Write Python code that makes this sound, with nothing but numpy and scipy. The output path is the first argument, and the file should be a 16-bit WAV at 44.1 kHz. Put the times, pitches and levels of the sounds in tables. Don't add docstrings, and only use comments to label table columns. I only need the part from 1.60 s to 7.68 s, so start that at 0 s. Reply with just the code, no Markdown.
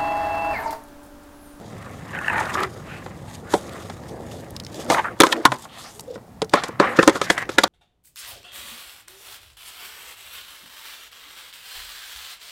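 import sys
import numpy as np
from scipy import signal
from scipy.fft import rfft, irfft, next_fast_len
from scipy.io import wavfile
from scipy.ndimage import uniform_filter1d, map_coordinates

SR = 44100
rng = np.random.default_rng(int(sys.argv[2]) if len(sys.argv) > 2 else 0)


def store_pcm(level_fs):
    pcm = np.round(np.clip(level_fs, -1, 1) * 32767).astype(np.int16)
    wavfile.write(sys.argv[1], SR, np.atleast_2d(pcm).T)


def makeup_ratio(level_db):
    decades = np.asarray(level_db, float) / 20
    return 10 ** decades


N = 268128


def unit(x):
    return x / np.sqrt(np.mean(x ** 2) + 1e-20)


def along(points, hz):
    f, v = np.transpose(points)
    return np.interp(np.log(hz + 1), np.log(f + 1), v)


def curves(rows):
    s, *cols = np.transpose(rows)
    return [np.interp(np.arange(N) / SR, s, c) for c in cols]


def wobble(rate):
    knots = rng.standard_normal(int(N * 200 / SR) + 4)
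    return map_coordinates(knots, [np.arange(N) * rate / SR])


def filtered(x, response):
    m = next_fast_len(N + SR // 2)
    return irfft(rfft(x, m) * response(np.fft.rfftfreq(m, 1 / SR)), m)[:N]


def coloured(x, spectrum):
    return unit(filtered(x, lambda hz: makeup_ratio(along(spectrum, hz))))


def resonance(centre_hz, width_hz):
    def response(f):
        swing = 1j * f * width_hz
        return swing / (centre_hz ** 2 - f * f + swing) / np.sqrt(width_hz / SR)
    return response


def bumps(rate, spread_db, smooth):
    hit = rng.random(N) < rate / SR
    size = makeup_ratio(spread_db * np.minimum(rng.exponential(size=N), 4)) * rng.standard_normal(N)
    return unit(hit * size) + smooth * rng.standard_normal(N)


def patchy(x, depth_db):
    z = signal.stft(x, nperseg=512)[2]
    field = uniform_filter1d(rng.standard_normal(z.shape), size=9, axis=0)
    field = uniform_filter1d(field, size=10, axis=1)
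    return signal.istft(z * makeup_ratio(depth_db * unit(field)), nperseg=512)[1][:N]


def added(*levels_db):
    return 10 * np.log10(sum(makeup_ratio(2 * db) for db in levels_db))


STROKE_DB = 20


def strokes(rows, base_db, base_value):
    t = np.arange(0, N, 32) / SR
    power = makeup_ratio(2 * base_db[::32])
    value = power * base_value
    for s, rise, fall, db, v in rows:
        away = np.where(t < s, (s - t) / rise, (t - s) / fall).clip(0, 6)
        one = makeup_ratio(2 * (db - STROKE_DB * away))
        power = power + one
        value = value + one * v
    return curves(np.transpose([t, 10 * np.log10(power), value / power]))


def snaps(rows, t60, rise_s, q):
    out, t = np.zeros(N + SR), np.arange(SR // 25) / SR
    for s, db, hz in rows:
        burst = makeup_ratio(-60 * t / t60) * (1 - np.exp(-t / rise_s)) * rng.standard_normal(len(t))
        band = signal.lfilter(*signal.iirpeak(hz, q, SR), burst)
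        out[round(s * SR):][:len(t)] += makeup_ratio(db + 8.0) * band / abs(band).max()
    return filtered(out[:N], lambda f: (1j * f / 1200) ** 2 / (1 + 1.4j * f / 1200 - (f / 1200) ** 2))


def plucks(rows):
    out, t = np.zeros(N + SR), np.arange(SR // 16) / SR
    fade = makeup_ratio(-60 * t / 0.026)
    shape = fade * (1 - np.exp(-t / 0.00073)) ** 2
    for (s, db, hz), (a, b, c) in zip(rows, rng.random((len(rows), 3))):
        tone = np.sin(2 * np.pi * (hz * t + a))
        tone += .3 * np.sin(2 * np.pi * (hz * (0.718 + 0.2 * b) * t + c))
        tone += .8 * fade * np.sin(2 * np.pi * (hz * (1.3 + .3 * c) * t + b))
        out[round((s - .001) * SR):][:len(t)] += makeup_ratio(db - 5.0) * tone * shape / shape.max()
    return out[:N]


# (frequency [Hz], level [dB per Hz])
AIR_COLOUR = [(410, -13), (700, -1), (1630, -18), (2880, -24.5), (3780, -23), (15600, -29)]


def air():
    return makeup_ratio(-53.5) * coloured(rng.standard_normal(N), AIR_COLOUR)


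# (time [s], level [dB])
ROLLING = [(0, -42.5), (.9, -43), (1.05, -46), (1.12, -44), (1.8, -44.5), (1.97, -37), (2.36, -41.5),
           (2.73, -35.5), (3.08, -47), (3.2, -32.5), (3.66, -46), (3.765, -22.5), (3.86, -45), (4.0, -53.5),
           (4.8, -52), (5.2, -47), (5.57, -47), (6.08, -43.5)]


def rolling_level():
    return curves(ROLLING)[0]


# (time [s], level [dB])
GROUND_RUMBLE = [
    (0, -47),
    (.86, -41),
    (1.3, -45.5),
    (1.9, -44.5),
    (3.4, -45.5),
    (3.75, -57.5),
    (4.6, -52.5),
    (5.0, -50.5),
    (6.08, -47.5),
]
# (frequency [Hz], level [dB per Hz])
RUMBLE_COLOUR = [(13, -57), (22, -25), (50, -10), (97, -0.5), (194, -2.5), (312, -12), (330, -43.5),
                 (430, -31), (730, -120)]
# (frequency [Hz], level [dB per Hz])
TREAD_COLOUR = [(120, -41), (200, -22), (242, 0), (319, -53.5), (410, -5.5), (544, -4.5), (900, -17),
                (1170, -40), (1980, -120)]


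def wheels(tread_db):
    rumble = coloured(makeup_ratio(1.2 * wobble(14)) * rng.standard_normal(N), RUMBLE_COLOUR)
    stones = makeup_ratio(2.2 * wobble(22)) * bumps(700, 2.5, smooth=.8)
    bend = unit(filtered(stones, lambda f: resonance(331, 120)(f) ** 2))
    tread = coloured(stones, TREAD_COLOUR) + 0.62 * bend
    rumble_db = curves(GROUND_RUMBLE)[0]
    return makeup_ratio(rumble_db + 4.5) * rumble + makeup_ratio(tread_db - 2.0) * tread


# (time [s], peak level [dB], centre [Hz])
SAND_GRAINS = [(.041, -48, 4500), (.081, -44, 7000), (.1, -46, 7000), (.12, -50, 7500), (.2254, -40, 8150),
               (.2947, -44, 7000), (.3117, -41, 8440), (.392, -52, 7500), (.4643, -54, 4500),
               (.5297, -47, 5000), (.5891, -35, 7500), (.6135, -38, 6800), (.68, -29.5, 6000),
               (.6988, -36, 8500), (.7307, -35, 7500), (.7951, -29, 6000), (.802, -32.5, 7500),
               (.896, -34, 7500), (.904, -32, 8000), (.931, -34, 8000), (.9797, -39, 5000),
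               (1.004, -26, 7650), (1.034, -25, 8000), (4.383, -44, 7000), (4.48, -47, 4000),
               (4.512, -39, 4500), (4.543, -41, 5000), (4.556, -44, 6000), (5.393, -18, 4000),
               (5.438, -21.5, 6500), (5.646, -33, 3000), (5.827, -34, 4500), (5.855, -40, 3500),
               (5.918, -31, 5000), (5.972, -36, 3100), (3.348, -24, 3000), (3.392, -28, 2800),
               (3.253, -35, 5000), (3.263, -36, 3500)]


def grains():
    return makeup_ratio(-8.0) * snaps(SAND_GRAINS, t60=0.011, rise_s=.0004, q=2.1)


# (peak time [s], rise [s], fall [s], level [dB], fine over coarse [dB])
GRINDS = [(.045, 0.04, 0.21, -46.5, -12), (.79, 0.22, 0.38, -57, 8), (1.04, 0.71, 0.059, -40, -3),
          (1.42, 9.7, 0.25, -49.5, -4), (1.732, 0.31, 0.14, -45.5, -3.5), (1.92, 0.048, 0.17, -34, -2),
          (2.12, 0.34, 0.95, -44.5, -3.5), (2.711, 0.089, 0.35, -45, -2.5), (2.903, .012, 0.037, -48, -15),
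          (3.215, 0.13, 0.039, -31.5, -5.5), (3.315, 0.037, 0.086, -22, -5.5),
          (3.64, 0.094, 0.42, -39.5, -8), (3.72, 0.096, 0.018, -39, 5.5), (3.87, .02, 0.027, -55, -6),
          (3.94, 0.029, 0.016, -33, -3), (4.05, 0.16, 0.025, -42, -0.5), (4.19, 0.05, 0.36, -43.5, 1.5),
          (4.41, 0.72, 0.019, -54, 10.5), (4.56, 0.1, 0.017, -44.5, -14), (4.955, 0.039, 0.077, -29.5, -11),
          (5.37, 0.031, 0.45, -31.5, -10.5), (5.564, 0.051, 0.025, -29, -3.5),
          (5.64, 0.035, 0.074, -30, -8), (5.715, 0.035, 0.045, -26.5, -3)]
# (peak time [s], rise [s], fall [s], level [dB], fine over coarse [dB])
KICKED_SAND = [(.803, 0.015, 0.038, -30.5, -5), (0.944, 0.018, 0.02, -26, -8), (1.006, .006, .012, -41, -2),
               (1.034, 0.01, 0.011, -24.5, -12), (3.727, 0.018, 0.017, -25.5, -4),
               (3.65, 0.018, 0.033, -27, -3.5), (2.487, .008, 0.061, -39.5, -6),
               (2.667, .005, .015, -46, -4), (1.755, 0.022, 0.0091, -36, -6), (4.5, 0.037, 0.097, -49, -18),
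               (5.045, 0.0088, 0.062, -33, -9), (5.21, 0.0091, 0.067, -33, -23),
               (5.785, .01, 0.038, -34.5, 1), (5.826, 0.066, 0.013, -36.5, -4),
               (5.9, 0.0075, 0.11, -36.5, -7.5), (6.0, 0.0093, 0.12, -32, -9),
               (6.05, 0.018, 0.14, -36, -15)]
# (frequency [Hz], level [dB per Hz])
COARSE_SAND = [(1290, -13), (2200, 2), (2790, 4), (3540, 9.5), (4310, 3.5), (4660, 6.5), (7000, 0),
               (9100, -21.5), (15400, -120)]
# (frequency [Hz], level [dB per Hz])
FINE_SAND = [(3240, -77), (5500, -21.5), (6460, 3.5), (7360, 6), (8320, 8), (14700, -2), (15600, -21.5)]


def grit(scrape_db):
    coarse_db, fine_over_db = strokes(GRINDS + KICKED_SAND, scrape_db - 25.5, 9)
    sand = patchy(makeup_ratio(2.2 * wobble(70)) * bumps(2500, 2.5, smooth=1.0), depth_db=1.5)
    coarse = makeup_ratio(coarse_db - 6.0) * coloured(sand, COARSE_SAND)
    return coarse + makeup_ratio(coarse_db + fine_over_db - 6.0) * coloured(sand, FINE_SAND)


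# (peak time [s], rise [s], fall [s], level [dB], loudest deck resonance [Hz])
TAIL_DRAGS = [(.224, 0.077, 0.26, -39, 1270), (.532, 0.006, 0.65, -32, 1630), (.74, 0.14, 0.3, -27, 1670),
              (.805, 0.37, 0.088, -29, 920), (1.04, 0.52, 0.04, -23, 1180), (1.31, 0.026, 0.18, -34, 1480),
              (1.93, 0.082, 0.089, -30, 1410), (2.15, 0.26, 0.33, -41, 1350),
              (3.315, 0.0072, 0.13, -20, 1090), (3.395, 0.125, 0.031, -20, 1000),
              (3.46, 0.039, 0.078, -28.5, 1300), (3.675, 0.078, 0.18, -27.5, 1290),
              (3.87, 0.035, 0.0062, -22, 1080), (3.94, 0.035, 0.06, -30.5, 1020),
              (4.25, 0.4, 0.14, -41.5, 1110), (4.84, 0.025, 0.011, -34.5, 1370),
              (4.955, 0.027, 0.15, -21, 1260), (5.215, 0.014, 0.15, -15, 1100),
              (5.33, 0.13, 0.36, -27.5, 1250), (5.566, .1, 0.066, -28, 1250),
              (5.64, 0.018, 0.19, -32, 1930), (5.827, 0.24, 0.038, -29, 1820), (5.91, .02, .03, -39, 1380),
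              (6.055, 0.015, 0.052, -27.5, 1370)]


def drag_levels(roll_db):
    above_stall_db = roll_db + 45.5
    shake_db = -47.5 + np.minimum(0.095 * above_stall_db, 1.6 * above_stall_db) + 0.5
    return strokes(TAIL_DRAGS, shake_db, 1000)


# (frequency [Hz], width [Hz], level [dB])
SCRAPED_DECK = [(590, 164, -29), (826, 280, 12), (885, 152, 10.5), (1173, 260, 1), (1460, 124, 3.5),
                (1770, 660, 12.5), (1930, 1300, 7), (2640, 660, -8)]


def scrape(level_db, focus_hz):
    pluck = makeup_ratio(level_db) * unit(makeup_ratio(2.2 * wobble(110)) * bumps(2000, 2.2, smooth=1.1))
    deck = np.zeros(N)
    for k, (hz, width_hz, db) in enumerate(SCRAPED_DECK):
        near = .65 + np.exp(-(np.log(focus_hz / hz) / .17) ** 2)
        flutter = makeup_ratio(db - 20.0 + 1.6 * wobble(25))
        deck += (-1) ** k * flutter * filtered(near * pluck, resonance(hz, width_hz))

    def wood(f):
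        low_cut = (1j * f / 450) / (1 + 1j * f / 450)
        return low_cut / (1 + 1.2j * f / 2300 - (f / 2300) ** 2) / (1 + 1j * f / 2300)

    def trucks(f):
        return makeup_ratio(-62) * resonance(3650, 500)(f) ** 2 + makeup_ratio(-43.5) * resonance(2700, 1500)(f)

    return filtered(deck, wood) + filtered(pluck, trucks)


# (time [s], peak level [dB], deck tone [Hz])
LIGHT_KNOCKS = [(.2274, -36, 1920), (.2633, -37, 1810), (.279, -37, 1590), (.2947, -38, 2130),
                (.4953, -32, 1890), (.5357, -26, 1630), (.5546, -24, 1700), (.565, -25, 2030),
                (3.302, -9.5, 2104), (3.452, -20, 1720), (3.731, -9, 1023), (3.856, -3, 1436),
                (4.04, -35, 910), (4.395, -32, 900), (5.392, -0.5, 1600), (5.397, -5.5, 1790),
                (5.408, -15, 1510), (5.416, -19, 1910), (5.431, -12, 1710), (5.479, -4, 1820),
                (4.941, -2, 1110), (5.778, -17, 1900), (5.618, -11, 1270), (5.853, -30, 1900),
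                (3.31, -6.5, 700)]


def knocks():
    return plucks(LIGHT_KNOCKS)


# (frequency [Hz], level [dB], share of ring time [1])
CLACK_TONES = [(593, -14, 1), (756, 2.5, 0.44), (910, 5, 0.36), (1056.4, -3, 0.8), (1290, 5, 0.34),
               (1480, -2.5, 0.55), (1707, 7, 0.3), (1974, -6, 0.57), (2346, -13.5, 0.54), (2570, -10, 0.46)]
# (frequency [Hz], level [dB], share of ring time [1])
THUD_TONES = [(155, -6, 0.89), (199.4, -4.5, 1.6), (321, 5, 0.5), (405, 1.5, 0.92), (477.5, -1, 1.18),
              (531, 8, 0.75)]


def ring(tones, t, t60, rise, rattle, focus_hz):
    hz, db, share = np.transpose(tones)[..., None]
    luck = rng.standard_normal((3, len(tones), 1))
    db = db + 2.6 * luck[0] + 9 * np.exp(-(np.log(hz / focus_hz) / 0.22) ** 2)
    swing = np.sin(2 * np.pi * hz * (1 + 0.039 * luck[1]) * t + 0.92 * luck[2])
    tone = makeup_ratio(db - 60 * t / (share * t60)) * swing
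    shake = np.interp(t, t[::40], rng.standard_normal(len(t[::40])))
    x = tone.sum(0) * (1 + rattle * shake) * rise
    return x / abs(x).max()


# (time [s], clack peak [dB], loudest tone [Hz])
TAIL_JOLTS = [
    (0.47, -35, 1940),
    (0.494, -39, 1940),
    (3.347, -7.5, 1070),
    (3.369, -13, 1050),
    (3.445, -17, 1340),
    (3.455, -14, 1480),
    (3.483, -21, 1480),
]
# (time [s], clack peak [dB], loudest tone [Hz], thud [dB], crack [dB])
HARD_SLAMS = [(1.938, -5, 790, -1.5, -10), (3.301, -6.5, 640, -3, -5), (3.603, -1, 1200, 0.5, -1.5),
              (3.61, -0.5, 660, -10, -25.5), (3.635, 0.5, 1180, -2.5, -9.5), (3.726, -9.5, 1700, -20, -8),
              (3.853, 3.5, 1000, -11, -6.5), (4.937, -2, 1080, -3, -7.5), (5.199, -2, 1155, -0.5, -16.5),
              (5.389, -1.5, 1470, 2, -23), (5.428, -7, 1210, -5.5, -9), (5.4772, -1.5, 1170, 1, -5.5),
              (5.701, -2, 1920, -7, -5), (5.984, 0.5, 1600, -7, -4), (6.039, -5.5, 1200, -7.5, -35)]
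# (time [s], clack peak [dB], loudest tone [Hz], thud [dB], crack [dB])
LIGHT_TAPS = [(1.462, -23, 753, -5.5, -9.5), (2.299, -25, 760, -11, 2), (3.667, -13.5, 756, -2.5, 1.5),
              (3.92, -10.5, 1100, -8.5, -6.5), (4.054, -27.5, 950, -32, -18), (4.558, -28.5, 810, 2, -19),
              (4.578, -36, 1000, -12, -15), (4.819, -14, 790, 2, 1.5), (5.037, -15.5, 760, -12, 5),
              (5.089, -24, 820, 2, -36), (5.495, -12, 1400, -1, 2.5), (5.555, -15.5, 1290, -3.5, -5.5),
              (5.615, -11, 1290, -3.5, 1), (5.779, -11.5, 1770, -32, -7), (5.892, -17, 1230, -1.5, 0.5),
              (6.035, -10.5, 1130, -4.5, 1)]
# (frequency [Hz], level [dB per Hz])
CRACK_COLOUR = [(1350, -1), (2300, 7), (2610, -2.5), (3380, 6.5), (4510, 0.5), (7830, -4.5), (9950, -10),
                (11900, -24), (14600, -27), (15600, -34)]


def blows():
    slam_t60, tap_t60, jolt_t60 = 0.057, 0.041, 0.039
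    hits = [(*row, slam_t60) for row in HARD_SLAMS]
    hits += [(*row, tap_t60) for row in LIGHT_TAPS]
    hits += [(*row, -38, -36, jolt_t60) for row in TAIL_JOLTS]
    hits += [(s - 0.00605, min(db, 0) - 25, hz, -3, -12, tap_t60) for s, db, hz, *_ in HARD_SLAMS]
    deck, crack, t = np.zeros(N + SR), np.zeros(N + SR), np.arange(SR // 7) / SR
    for s, db, hz, thud_db, crack_db, t60 in hits:
        start = round((s - .0008) * SR)
        at = slice(start, start + len(t))
        rise = 1 - np.exp(-t / (0.0019 * makeup_ratio(-.6 * db)))
        deck[at] += makeup_ratio(db + 1.5) * ring(CLACK_TONES, t, t60, rise, rattle=.6, focus_hz=hz)
        deck[at] += makeup_ratio(db + thud_db + 1.5) * ring(THUD_TONES, t, t60, rise, rattle=.1, focus_hz=325)
        fade = makeup_ratio(-60 * t / (.5 * t60)) + 0.055 * makeup_ratio(-60 * t / (1.7 * t60))
        crack[at] += makeup_ratio(db + crack_db + 1.0) * fade * np.sqrt(rise)
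    radiated = filtered(deck[:N], lambda f: (1j * f / 130) ** 2 / (1 + 1j * f / 130) ** 2)
    return radiated + crack[:N] * coloured(bumps(4000, 3.5, smooth=0.72), CRACK_COLOUR)


# (time [s], peak level [dB], deck tone [Hz])
STONE_CATCHES = [(.589, -16, 1770), (.614, -22, 1110), (.646, -18, 1770), (.661, -24, 1870),
                 (.6825, -7.5, 1740), (.699, -8.5, 1794), (.705, -15, 1740), (.703, -15.5, 940),
                 (.731, -13.5, 1210), (.745, -18, 865), (.76, -15, 1770), (.78, -13, 927),
                 (.781, -17, 1780), (.79, -13, 1800), (.796, -15, 920), (.811, -9.5, 900),
                 (.829, -23, 1810), (.855, -25, 1800), (.899, -23, 1900), (.906, -20, 1820),
                 (.941, -18, 890), (.954, -12, 1213), (.981, -15, 1170), (.988, -12.5, 1200),
                 (1.008, -12, 1230), (1.024, -22, 1170), (1.035, -11.5, 1300), (5.226, -10, 1100),
                 (5.236, -8, 1170), (5.242, -14, 1490)]


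def stone_catches():
    return plucks(STONE_CATCHES)


# (peak time [s], rise [s], fall [s], level [dB], resonance [Hz])
DECK_DRONES = [(1.028, 0.081, 0.07, -30, 377), (3.32, 0.022, 0.071, -21.5, 692),
               (3.77, 0.041, .07, -27, 330), (4.37, 0.041, 0.092, -48.5, 418),
               (5.25, 0.06, 0.18, -32.5, 525), (5.22, 0.032, 0.063, -34.5, 185),
               (3.365, 0.03, 0.049, -24.5, 995), (3.39, 0.023, .025, -35, 2800),
               (3.465, 0.03, 0.044, -30, 1480), (3.9, 0.054, 0.065, -33, 130),
               (3.728, 0.0098, 0.009, -18, 3200), (3.859, 0.0092, 0.017, -14.5, 1156),
               (1.945, .01, 0.036, -21.5, 740), (4.98, 0.029, 0.046, -34.5, 3600),
               (4.5, 0.036, .08, -33, 490), (5.2, 0.0039, 0.011, -23.5, 3860),
               (5.29, 0.11, 0.12, -35, 1820), (5.33, 0.074, 0.11, -41, 1180),
               (6.039, 0.004, 0.0093, -15, 3940), (1.326, 0.084, 0.11, -44.5, 2500),
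               (5.484, 0.014, 0.025, -10.5, 310), (4.14, 0.063, 0.27, -51.5, 3200),
               (3.64, 0.0055, 0.018, -15.5, 1050), (0.76, 0.094, 0.13, -28.5, 894),
               (0.744, 0.16, 0.15, -30, 1780)]


def drones():
    out = np.zeros(N)
    for s, rise, fall, db, hz in DECK_DRONES:
        start = max(round((s - 2 * rise) * SR) - 2000, 0)
        at = slice(start, min(round((s + 2 * fall) * SR) + 2000, N))
        t = np.arange(N)[at] / SR
        band = signal.iirpeak(hz, 11 / (1 + hz / 900), SR)
        bend = signal.lfilter(*band, signal.lfilter(*band, rng.standard_normal(len(t))))
        bend = unit(bend / np.sqrt(abs(uniform_filter1d(bend ** 2, size=1500)) + 1e-12))
        away = np.where(t < s, (s - t) / rise, (t - s) / fall)
        out[at] += makeup_ratio(db - STROKE_DB * away ** 2) * bend
    return out


# (time [s], peak level [dB], centre [Hz])
TRUCK_CLICKS = [(0.78, -30, 2730), (0.855, -36, 3900), (2.0926, -37, 2640), (2.713, -40, 2820),
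                (2.8435, -48, 2760), (2.964, -29.5, 4320), (2.9988, -31, 4120), (3.036, -49, 5000),
                (3.048, -40, 4660), (3.065, -35, 3670), (3.1435, -35.5, 4500), (3.245, -40, 7760),
                (3.607, -7.5, 3620), (3.6665, -37, 3400), (3.7258, -17, 2970), (3.7654, -37.5, 2400),
                (3.9584, -43, 3570), (3.9639, -43, 3500), (3.9855, -42, 6980), (3.995, -45.5, 7900),
                (4.0223, -39.5, 7750), (4.3945, -31.5, 5620), (4.4058, -37.5, 8260), (4.845, -40.5, 5550),
                (4.895, -37, 4460), (5.083, -38, 7500), (6.0367, -12, 3860)]


def truck_clicks():
    return snaps(TRUCK_CLICKS, t60=0.015, rise_s=.0007, q=2.2)


# (time [s], peak level [dB], centre [Hz])
EDGE_CRACKS = [(2.9015, -48, 9480), (2.9065, -31, 10500), (2.957, -44, 6000), (3.024, -46, 9000),
               (3.3005, -17, 5900), (3.347, -23, 3000), (3.5904, -37.5, 4980), (3.6025, 0, 8800),
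               (3.607, -14, 7500), (3.6195, -2.5, 3480), (3.6345, -10.5, 4480), (3.635, -12, 8500),
               (3.662, -24, 4500), (3.6896, -26, 6180), (3.8535, -7.5, 8500), (4.407, -28, 8040),
               (4.4105, -31.5, 8000), (4.579, -46, 1900), (5.4765, -3.5, 6800)]


def edge_cracks():
    return makeup_ratio(-6.5) * snaps(EDGE_CRACKS, t60=0.0065, rise_s=.0003, q=2.8)


# (time [s], peak level [dB], centre [Hz])
TRUCK_PINGS = [
    (2.9646, -33, 5360),
    (2.999, -39, 5260),
    (3.0364, -44, 5150),
    (3.048, -36, 5130),
    (3.0658, -42, 5200),
    (3.0978, -53, 5200),
    (3.1172, -51, 5170),
    (3.7126, -42, 3580),
]


def truck_pings():
    return snaps(TRUCK_PINGS, t60=0.0077, rise_s=0.00047, q=8.1)


# (time [s], level [dB], squeak band [Hz])
SOLE_SLIDE = [
    (4.05, -110, 3100),
    (4.09, -54, 3105),
    (4.12, -52, 3300),
    (4.2, -48, 3910),
    (4.27, -45, 5200),
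    (4.32, -57.5, 5720),
    (4.35, -67, 5900),
    (4.4, -110, 6200),
]


def sole():
    level_db, centre_hz = curves(SOLE_SLIDE)
    slow = filtered(rng.standard_normal(N), lambda f: 1 / (1 + (f / 1000) ** 2))
    squeak = np.sqrt(2) * np.sin(2 * np.pi * np.cumsum(centre_hz) / SR)
    return makeup_ratio(level_db) * unit(slow) * squeak


# (frequency [Hz], time to fall 60 dB [s])
WALL_ECHO = [(200, 0.13), (1000, 0.15), (4000, 0.0216), (12000, 0.022)]


def walls(x):
    out, step = np.zeros(N + SR), SR // 4
    for start in range(0, N, step):
        hz, t, z = signal.stft(rng.standard_normal(SR // 3), SR, nperseg=256)
        fade = makeup_ratio(-60 * t / along(WALL_ECHO, hz)[:, None])
        tail = signal.istft(z * fade, SR, nperseg=256)[1]
        wet = signal.fftconvolve(x[start:start + step], tail / np.linalg.norm(tail))
        out[start + 300:][:len(wet)] += wet
    return out[:N]


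def scene():
    roll_db = rolling_level()
    scrape_db, focus_hz = drag_levels(roll_db)
    ground = wheels(added(roll_db, scrape_db - 11.0)) + grit(scrape_db)
    ground = ground + scrape(scrape_db + 5.5, focus_hz) + drones() + sole()
    sharp = grains() + knocks() + blows() + stone_catches()
    sharp = sharp + truck_clicks() + edge_cracks() + truck_pings()
    return (air() + ground + sharp + makeup_ratio(-20.5) * walls(sharp))[None]


def band_limit(x):
    return signal.sosfilt(signal.butter(12, 15730, fs=SR, output="sos"), x)


def record(dry):
    clipped = dry / (1 + abs(dry) ** 40) ** (1 / 40)
    return band_limit(clipped)


dry = scene()
out = record(dry)
store_pcm(out)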